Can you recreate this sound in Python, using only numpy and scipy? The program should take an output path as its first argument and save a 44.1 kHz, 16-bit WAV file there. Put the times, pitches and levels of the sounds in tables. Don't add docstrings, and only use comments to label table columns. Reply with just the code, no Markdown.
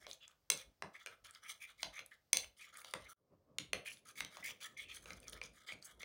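import sys
import numpy as np
from scipy import signal
from scipy.fft import rfft, irfft, next_fast_len
from scipy.io import wavfile
from scipy.ndimage import uniform_filter1d, map_coordinates

SR = 44100
rng = np.random.default_rng(int(sys.argv[2]) if len(sys.argv) > 2 else 0)


def to_wav(s):
    ch = np.atleast_2d(s).T
    pcm = np.round(np.clip(ch, -1, 1) * 32767)
    wavfile.write(sys.argv[1], SR, pcm.astype(np.int16))


N = 266364

# start and length in seconds, squelch, suck and fizz in dB.
PUSHES = [(0, .06, -69.5, -78, -75.5), (0.073, .09, -79, -68, -69), (.205, .06, -73, -69, -94),
          (0.267, 0.073, -71.5, -83.5, -90), (0.559, .07, -66, -59, -64.5), (0.931, 0.053, -72, -74.5, -76),
          (0.989, .055, -71.5, -68.5, -79), (1.09, .07, -65.5, -82, -77), (1.24, .035, -63.5, -64, -68.5),
          (1.27, 0.047, -66, -75, -80), (1.33, 0.063, -73, -75, -77), (1.419, 0.083, -69, -71.5, -73),
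          (1.48, .05, -64, -58, -56), (1.539, .05, -73, -82, -85), (1.6, .06, -74, -71, -67),
          (1.668, .06, -70.5, -69, -75), (1.775, .03, -77, -76, -80), (1.8, .05, -67, -68, -62),
          (1.922, .1, -66, -66, -70), (2.109, .05, -70.5, -73, -82.5), (2.565, .11, -73.5, -67, -68.5),
          (2.665, 0.047, -70.5, -70, -84), (2.726, .05, -65, -66.5, -73), (2.766, .06, -68, -72, -62),
          (2.839, 0.097, -71, -67, -73), (2.987, 0.1, -69.5, -70, -79), (3.084, 0.058, -65, -72.5, -63),
          (3.849, .045, -66.5, -58, -55), (3.88, .075, -70, -64, -63.5), (3.951, .05, -76, -73, -72),
          (4.05, 0.074, -66.5, -67, -65), (4.154, .08, -65, -58.5, -58.5), (4.303, 0.14, -59.5, -63, -68.5),
          (4.435, .05, -69, -55, -51), (4.471, .055, -58, -52.5, -58.5), (4.605, .07, -55.5, -55, -56),
          (4.678, 0.083, -68.5, -82, -83), (4.767, 0.084, -64.5, -55.5, -63), (4.882, .055, -64, -56, -66),
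          (4.928, .06, -60.5, -59.5, -56), (5.018, 0.032, -65, -70, -66), (5.055, 0.099, -58, -63, -65),
          (5.147, .05, -70, -68, -72.5), (5.21, .06, -73, -75, -73), (5.268, .04, -64, -63.5, -63),
          (5.322, .025, -56, -60, -57), (5.343, 0.049, -62, -66, -71), (5.425, .045, -62, -57, -60),
          (5.529, .13, -67, -72, -74), (5.664, .08, -58, -55.5, -59.5), (5.816, 0.032, -68, -70, -65),
          (5.843, 0.038, -61, -69, -55), (5.873, .055, -59.5, -64, -69), (5.993, 0.045, -63.5, -63, -64)]
# start and length in seconds, level in dB, pitch and glide in Hz.
GRINDS = [(0.025, 0.054, -68, 2200, 31), (0.203, .06, -70, 2690, -300), (.56, 0.077, -56.5, 2405, -50),
          (0.941, 0.033, -54, 2170, 32), (0.977, 0.055, -68, 2200, 31), (1.118, 0.034, -67, 2170, -31),
          (1.271, 0.031, -67, 2260, -50), (1.439, 0.078, -56, 2236, -100), (1.597, 0.078, -57, 2330, 30),
          (1.782, 0.052, -64, 2160, 50), (1.925, .08, -59, 2270, 32), (2.112, .027, -62.5, 2100, 30),
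          (2.426, 0.0254, -54, 2177, 30.5), (2.582, 0.083, -60, 2220, 40), (2.745, 0.029, -59, 2200, -59),
          (3.054, .03, -57, 2150, 26), (3.855, .065, -45.5, 2300, -30), (4.153, 0.073, -50.5, 2230, -30),
          (4.32, 0.077, -59.5, 2130, -150), (4.424, 0.093, -45, 2275, 150), (4.6, 0.026, -58, 2350, -50),
          (4.637, .04, -52.5, 1820, 36), (4.763, 0.049, -50.5, 2290, 147), (4.81, 0.071, -60, 2500, 148),
          (4.871, .08, -49.5, 2420, -200), (5.225, .07, -64, 2250, -150), (5.35, 0.045, -61, 2200, 50),
          (5.668, 0.078, -55, 2250, 201), (5.999, 0.044, -55, 2220, 100)]
# centre in Hz, width in Hz, level in dB.
SQUELCH_MODES = [(581, 270, -11), (1215, 130, 2), (1356, 220, 2), (1666, 304, -2.5)]
SUCK_MODES = [(2962, 350, -4), (3400, 280, 0), (3957, 450, -6.5)]
# frequency in Hz, density in dB.
CRACKLE_SPECTRUM = [(600, -25), (1500, -3), (3200, 0), (6000, -2.5), (9500, -4), (12500, -11), (15500, -4)]
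SMEAR_SPECTRUM = [(1500, -42), (3600, -15), (4300, -5), (4750, -0.5), (5400, -3.5), (6300, 1.5), (6900, -6),
                  (7500, -11), (9000, -26), (16000, -47.5)]
FIZZ_SPECTRUM = [(3000, -53), (6500, -7.5), (7800, -7), (9400, 3.5), (10300, 1.5), (11200, -7.5),
                 (13500, -10.5), (15300, -2), (16500, -7.5)]
# time in seconds, gain in dB.
STIR_GAIN_DB = [(0, -1), (3.1, -1), (3.8, 1.3), (5, 1.3), (6.04, 0)]
# time in seconds, level in dB.
RUB_DB = [(0, -92.5), (2.3, -95.5), (3.1, -88.5), (3.2, -76), (4.4, -71.5), (4.75, -72.5), (5.1, -71),
          (5.6, -77), (6.04, -77)]
# middle and half length in seconds,
# rumble and rub in dB.
SWELLS = [(0.05, 0.065, -81, -82), (0.68, .04, -77, -83), (.86, .05, -81, -90), (1.262, 0.038, -74, -88.5),
          (1.87, 0.053, -74, -88.5), (2.455, .04, -69, -88), (3.044, .04, -73, -86),
          (3.338, 0.023, -88, -65), (3.5, 0.026, -84.5, -71), (3.589, 0.044, -71, -67),
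          (3.74, 0.065, -65, -81), (4.24, 0.037, -69, -79.5), (4.52, 0.028, -79, -71.5),
          (4.868, 0.11, -68, -82), (5.267, 0.23, -61, -73), (5.347, 0.028, -75, -64),
          (5.75, 0.026, -78, -65), (6.01, .06, -64, -70.5)]
# frequency in Hz, density in dB.
RUB_SPECTRUM = [(40, -25.5), (90, 0), (180, 0), (300, -2), (400, -3), (560, -1.5), (850, -18), (1150, -13),
                (1500, -26.5), (5000, -48)]
HISS_SPECTRUM = [(20, -26), (45, -5.5), (80, -4), (160, -9), (320, -19), (600, -14.5), (1500, -22.5),
                 (3500, -26), (5000, -22), (7000, -28), (11000, -33), (16000, -25)]
# time in seconds, strength in dB, tilt in dB per octave,
# contact pitch in Hz, lift around that pitch in dB, table thud in dB.
TAPS = [(0.0665, -62, -3.5, 3360, 8, -87), (.501, -38, 4.1, 2390, 1, -66),
        (0.5192, -51.5, 3, 4060, 8.5, -73.5), (0.8226, -53, -4, 1690, 8, -62.5),
        (1.0611, -57.5, .5, 1500, 9, -82), (1.0705, -66.5, 0, 2300, 16, -95),
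        (1.8305, -48.5, -.3, 3410, 8, -68), (1.9915, -65, -1.8, 2710, 16, -80),
        (2.3305, -38.5, 5.6, 2125, 4.5, -66), (2.3701, -45.5, 5, 4190, 7, -74.5),
        (2.8165, -75, 1.5, 1800, 15, -90), (2.846, -62.5, -.5, 3200, 6, -94),
        (2.9374, -47.5, -1.44, 2010, 4.5, -61.5), (3.5843, -45, 2.5, 2855, 11, -56),
        (3.7319, -38.5, -.2, 2400, 8.5, -56), (4.2056, -45.5, 0, 2500, 11.5, -59),
        (4.2477, -54, 2, 3100, 9, -82), (4.3695, -54.5, -1.3, 1130, 7, -65),
        (5.0569, -61, -2.5, 2700, 9, -66), (5.105, -58, -1.5, 2450, 14, -60),
        (5.4148, -57.5, -3, 2320, 18, -65), (5.721, -60.5, -3, 2420, 18, -62),
        (6.0309, -57, -2, 2400, 13, -70)]
TAP_BANDS_HZ = [(380, 1500), (1500, 2800), (2800, 5000), (5000, 16000)]
# frequency in Hz, level in dB, bare-glass T60 in seconds.
BOWL_MODES = [(560, -17.5, 0.024), (1130, -15, 0.015), (1800, -13, 0.012), (2210, -3.5, 0.023),
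              (2710, -10.5, .012), (3460, -9, 0.016), (4020, -5.5, 0.024), (4766, -11, 0.015),
              (5360, -10, 0.014), (6167, 2.5, .013), (6450, -8, .018), (7470, -9, 0.01),
              (8850, -1.5, 0.016), (9700, -11.5, .015), (10030, -9.5, .014), (11140, -15, 0.015),
              (15300, -10.5, .009)]
# time in seconds, peak in dB, pitch in Hz.
POPS = [(.1131, -36.5, 4060), (0.1315, -39.5, 6550), (0.2796, -44, 7000), (.5754, -38.5, 6160),
        (1.2465, -52, 3300), (1.3095, -44.5, 8800), (1.3494, -48, 4730), (1.5011, -39, 3300),
        (1.5175, -47, 6000), (2.0618, -44.5, 9700), (2.4443, -41, 3040), (2.772, -41.5, 8900),
        (3.8596, -39, 2650), (3.917, -35, 2780), (3.9718, -42.5, 3120), (4.4919, -32.5, 2500),
        (4.5074, -35, 2680), (4.605, -47, 3000), (4.6274, -37, 3300), (5.133, -37.5, 6170),
        (5.2022, -43.5, 9400), (5.2306, -46.5, 2580), (5.2818, -31.5, 6000), (5.2965, -36, 9300),
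        (5.3319, -32.5, 3070), (5.438, -36, 5200), (5.8255, -38.5, 4600), (5.8529, -37.5, 9300)]
# frequency in Hz, T60 in seconds.
ROOM_T60_S = [(150, 0.02), (600, 0.3367), (1300, 0.245), (3000, 0.2431), (7000, 0.1943), (15000, 0.26)]
# frequency in Hz, gain in dB.
ROOM_GAIN_DB = [(60, -4), (150, 2), (300, 3), (580, 2.5), (880, -4), (1300, -3.5), (2200, -7.5),
                (4000, -5.5), (6300, -7.5), (9500, -9), (12500, -12), (16000, -10.5)]
# time in seconds, gain in dB.
MASTER_DB = [(3.131, 4), (3.136, -25), (3.16, -24), (3.175, -12.5), (3.3, -2.5)]


def amp(db):
    return 10 ** (np.asarray(db) / 20)


def unit(x):
    return x / np.sqrt(np.mean(x ** 2) + 1e-20)


def at_hz(points, hz):
    freqs, values = np.transpose(points)
    return np.interp(np.log(hz + 1), np.log(freqs + 1), values)


def curve(points):
    return np.interp(np.arange(N) / SR, *np.transpose(points))


def wobble(rate_hz):
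    knots = rng.standard_normal(int(N * rate_hz / SR) + 4)
    fine = map_coordinates(knots, [np.arange(len(knots) * 10) / 10])
    return np.interp(np.arange(N) * rate_hz / SR * 10, np.arange(len(fine)), fine)


def filtered(x, response):
    size = next_fast_len(N + SR // 2)
    return irfft(rfft(x, size) * response(np.fft.rfftfreq(size, 1 / SR)), size)[:N]


def coloured(x, spectrum):
    return unit(filtered(x, lambda hz: amp(at_hz(spectrum, hz))))


def resonate(x, modes):
    def response(hz):
        return sum((-1) ** k * amp(db) * 1j * hz * width / (centre ** 2 - hz ** 2 + 1j * hz * width)
                   for k, (centre, width, db) in enumerate(modes))
    return unit(filtered(x, response))


def gliding(x, pitch_hz, width_hz):
    carrier = np.exp(2j * np.pi * np.cumsum(pitch_hz) / SR)
    lowpass = signal.butter(2, width_hz / 2, fs=SR, output="sos")
    return unit(np.real(carrier * signal.sosfilt(lowpass, x / carrier)))


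def drifting(x, depth_db, bins=5, frames=10):
    spectra = signal.stft(x, nperseg=512)[2]
    field = rng.standard_normal(spectra.shape)
    for axis, size in ((0, bins), (0, bins), (1, frames), (1, frames)):
        field = uniform_filter1d(field, size, axis)
    return unit(signal.istft(spectra * amp(depth_db * unit(field)), nperseg=512)[1][:N])


def add(track, start_s, sound):
    part = track[round(start_s * SR):][:len(sound)]
    part += sound[:len(part)]


def arch(length_s, lateness, steepness):
    progress = np.linspace(0, 1, max(round(length_s * SR), 3))
    return np.abs(np.sin(np.pi * progress ** lateness)) ** steepness


def slips(spread_db, clump_db=3):
    size = rng.standard_normal(N)
    slipping = rng.random(N) < .25
    return unit(slipping * np.sign(size) * amp(spread_db * np.abs(size) + clump_db * wobble(170)))


def pushing(cling_s=.025, cling_db=-17):
    power = np.zeros((4, N))
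    for start_s, length_s, squelch_db, suck_db, fizz_db in PUSHES:
        pressure = arch(length_s, lateness=.9, steepness=.63)
        for layer, db in zip(power, (squelch_db, suck_db, (suck_db + fizz_db) / 2, fizz_db)):
            add(layer, start_s, (amp(db) * pressure) ** 2)
    pole = np.exp(-1 / (cling_s * SR))
    return np.sqrt(power + amp(cling_db) ** 2 * signal.lfilter([1 - pole], [1, -pole], power))


def grinding():
    gain, path = np.zeros(N), []
    for start_s, length_s, db, hz, glide_hz in GRINDS:
        add(gain, start_s, amp(db) * arch(length_s, lateness=1.02, steepness=.74))
        path += [(start_s, hz - glide_hz / 2), (start_s + length_s, hz + glide_hz / 2)]
    return gain, curve(sorted(path))


def crackle(rate_hz=130, spread_db=4):
    snaps = (rng.random(N) < rate_hz / SR) * amp(spread_db * rng.standard_normal(N))
    t = np.arange(SR // 200) / SR
    spit = signal.fftconvolve(snaps, amp(-60 * t / t[-1]))[:N] * rng.standard_normal(N)
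    return drifting(coloured(spit, CRACKLE_SPECTRUM), depth_db=5)


def stirring(push_to_grind_db=-4, grind_to_suck_db=-17, skirt_db=-6, uneven_db=1.1):
    squelch_gain, push_suck_gain, smear_gain, fizz_gain = pushing()
    edge_gain, pitch_hz = grinding()
    grind_gain = np.hypot(edge_gain, amp(push_to_grind_db) * np.sqrt(squelch_gain * push_suck_gain))
    suck_gain = np.hypot(push_suck_gain, amp(grind_to_suck_db) * edge_gain)
    snaps = amp(-7) * np.sqrt(suck_gain * np.hypot(squelch_gain, fizz_gain)) * crackle()
    drag, tear = slips(spread_db=6), slips(spread_db=7.5)
    drag, tear = drifting(drag, depth_db=3), drifting(tear, depth_db=4)
    pitch_hz *= 1 + .035 * wobble(45)
    hollow = gliding(drag, pitch_hz, width_hz=270)
    hollow += amp(skirt_db) * gliding(drag, pitch_hz, width_hz=900)
    squelch = squelch_gain * amp(-2) * resonate(drag, SQUELCH_MODES)
    grind = grind_gain * amp(-.5) * unit(hollow)
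    suck = suck_gain * amp(-1) * resonate(drag, SUCK_MODES)
    smear = smear_gain * amp(-2.5) * coloured(tear, SMEAR_SPECTRUM)
    fizz = fizz_gain * amp(-1) * coloured(tear, FIZZ_SPECTRUM)
    stir_gain = amp(curve(STIR_GAIN_DB) + uneven_db * wobble(60))
    return (squelch + grind + suck + smear + fizz + snaps) * stir_gain


def bowl_on_table(thud_rise_s=.03, rest_db=-98):
    now, t = np.arange(N) / SR, np.arange(SR // 5) / SR
    sway, pressure, shake = amp(rest_db), amp(curve(RUB_DB)), np.zeros(N)
    for middle_s, half_s, rumble_db, rub_db in SWELLS:
        bump = np.exp(-((now - middle_s) / half_s) ** 2)
        sway = sway + amp(rumble_db) * bump
        pressure += amp(rub_db) * bump
    rumble = resonate(rng.standard_normal(N), [(49.6, 2.7, 0), (60.2, 20, -7.5), (93, 25, -14.5)])
    rub = drifting(coloured(rng.standard_normal(N), RUB_SPECTRUM), depth_db=2.5, bins=2, frames=7)
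    swell = (t / thud_rise_s * np.exp(1 - t / thud_rise_s)) ** 2
    for start_s, *_, thud_db in TAPS:
        add(shake, start_s, amp(thud_db) * swell)
    thud = resonate(rng.standard_normal(N), [(92, 16, -4), (142.9, 17, 0), (192, 20, 0), (297, 22, -1)])
    return amp(-1) * sway * rumble + pressure * rub + shake * thud


def tap_bands_db(tilt_db_per_oct, pitch_hz, lift_db, pivot_hz=2500, lift_oct=.78):
    centres_hz = np.sqrt(np.prod(TAP_BANDS_HZ, axis=1))
    lift_shape = np.exp(-(np.log2(centres_hz / pitch_hz) / lift_oct) ** 2)
    return tilt_db_per_oct * np.log2(centres_hz / pivot_hz) + lift_db * lift_shape


def taps(attack_s=.00018, crack_t60_s=.009, note_t60_s=.0098, cushion=.62, trims_db=(-1, 0, 0, 0)):
    out, t = np.zeros(N), np.arange(SR // 10) / SR
    hz, db, t60_s = np.transpose(BOWL_MODES)[:, :, None]
    bands = [signal.butter(3, edges, "band", fs=SR, output="sos") for edges in TAP_BANDS_HZ]
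    blow = t < .006
    for start_s, strength_db, tilt, pitch_hz, lift_db, _ in TAPS:
        levels_db = strength_db + tap_bands_db(tilt, pitch_hz, lift_db)
        size, detune, phase = rng.standard_normal((3, len(BOWL_MODES), 1))
        bare_glass = levels_db[-1] > levels_db[1]
        ring_t60_s, spread = (t60_s, .004) if bare_glass else (t60_s * cushion, .04)
        partials = np.sin(2 * np.pi * hz * (1 + spread * detune) * t + np.pi * phase)
        ring = np.sum(amp(db + 1.8 * size - 60 * t / ring_t60_s) * partials, axis=0)
        note = amp(-3 - 60 * t / note_t60_s) * np.sin(2 * np.pi * pitch_hz * t)
        crack = amp(1 - 60 * t / crack_t60_s) * uniform_filter1d(rng.standard_normal(len(t)), size=2)
        contact = (ring + note + crack) * (1 - np.exp(-t / attack_s))
        for band, band_db in zip(bands, levels_db + trims_db):
            part = signal.sosfilt(band, contact)
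            add(out, start_s, amp(band_db) * part / np.sqrt(np.mean(part[blow] ** 2)))
    return out


def pops(trim_db=-2, spit_t60_s=.0054, spray=.21, decay_cycles=2.3):
    out, t = np.zeros(N), np.arange(SR // 50) / SR
    for start_s, db, hz in POPS:
        spit = np.diff(rng.standard_normal(len(t) + 1)) * amp(-60 * t / spit_t60_s)
        pocket = np.sin(2 * np.pi * hz * t) * np.exp(-hz * t / decay_cycles)
        pop = unit(signal.fftconvolve(spit, pocket)[:len(t)]) + spray * unit(spit)
        add(out, start_s, amp(db + trim_db) * pop / np.abs(pop).max())
    return out


def room(x, first_wall_s=.011, early_db=-3):
    out, now = np.zeros(N), np.arange(N) / SR
    for second in range(int(now[-1]) + 2):
        hz, t, spectra = signal.stft(rng.standard_normal(SR // 2), SR, nperseg=256)
        decay = amp(-60 * t / at_hz(ROOM_T60_S, hz)[:, None])
        tail = signal.istft(spectra * decay, SR, nperseg=256)[1]
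        age_s = np.arange(len(tail)) / SR
        tail *= np.where(age_s < first_wall_s, amp(early_db) * age_s / first_wall_s, 1)
        span = np.flatnonzero(np.abs(now - second) < 1)
        crossfade = np.cos(np.pi / 2 * (now[span] - second))
        add(out, span[0] / SR, signal.fftconvolve(x[span] * crossfade, tail / np.linalg.norm(tail)))
    return filtered(out, lambda hz: amp(at_hz(ROOM_GAIN_DB, hz)))


def scene():
    clicks, paste = taps(), stirring() + pops()
    hiss = amp(-86) * coloured(rng.standard_normal(N), HISS_SPECTRUM)
    reverb = room(clicks + amp(-3.5) * paste)
    return (clicks + paste + reverb + bowl_on_table() + hiss)[None]


def record(dry):
    cutoff_hz = 16100
    dipped = dry[0] * amp(curve(MASTER_DB))
    return filtered(dipped, lambda hz: 1 / np.sqrt(1 + (hz / cutoff_hz) ** 180))[None]


dry = scene()
out = record(dry)
to_wav(out)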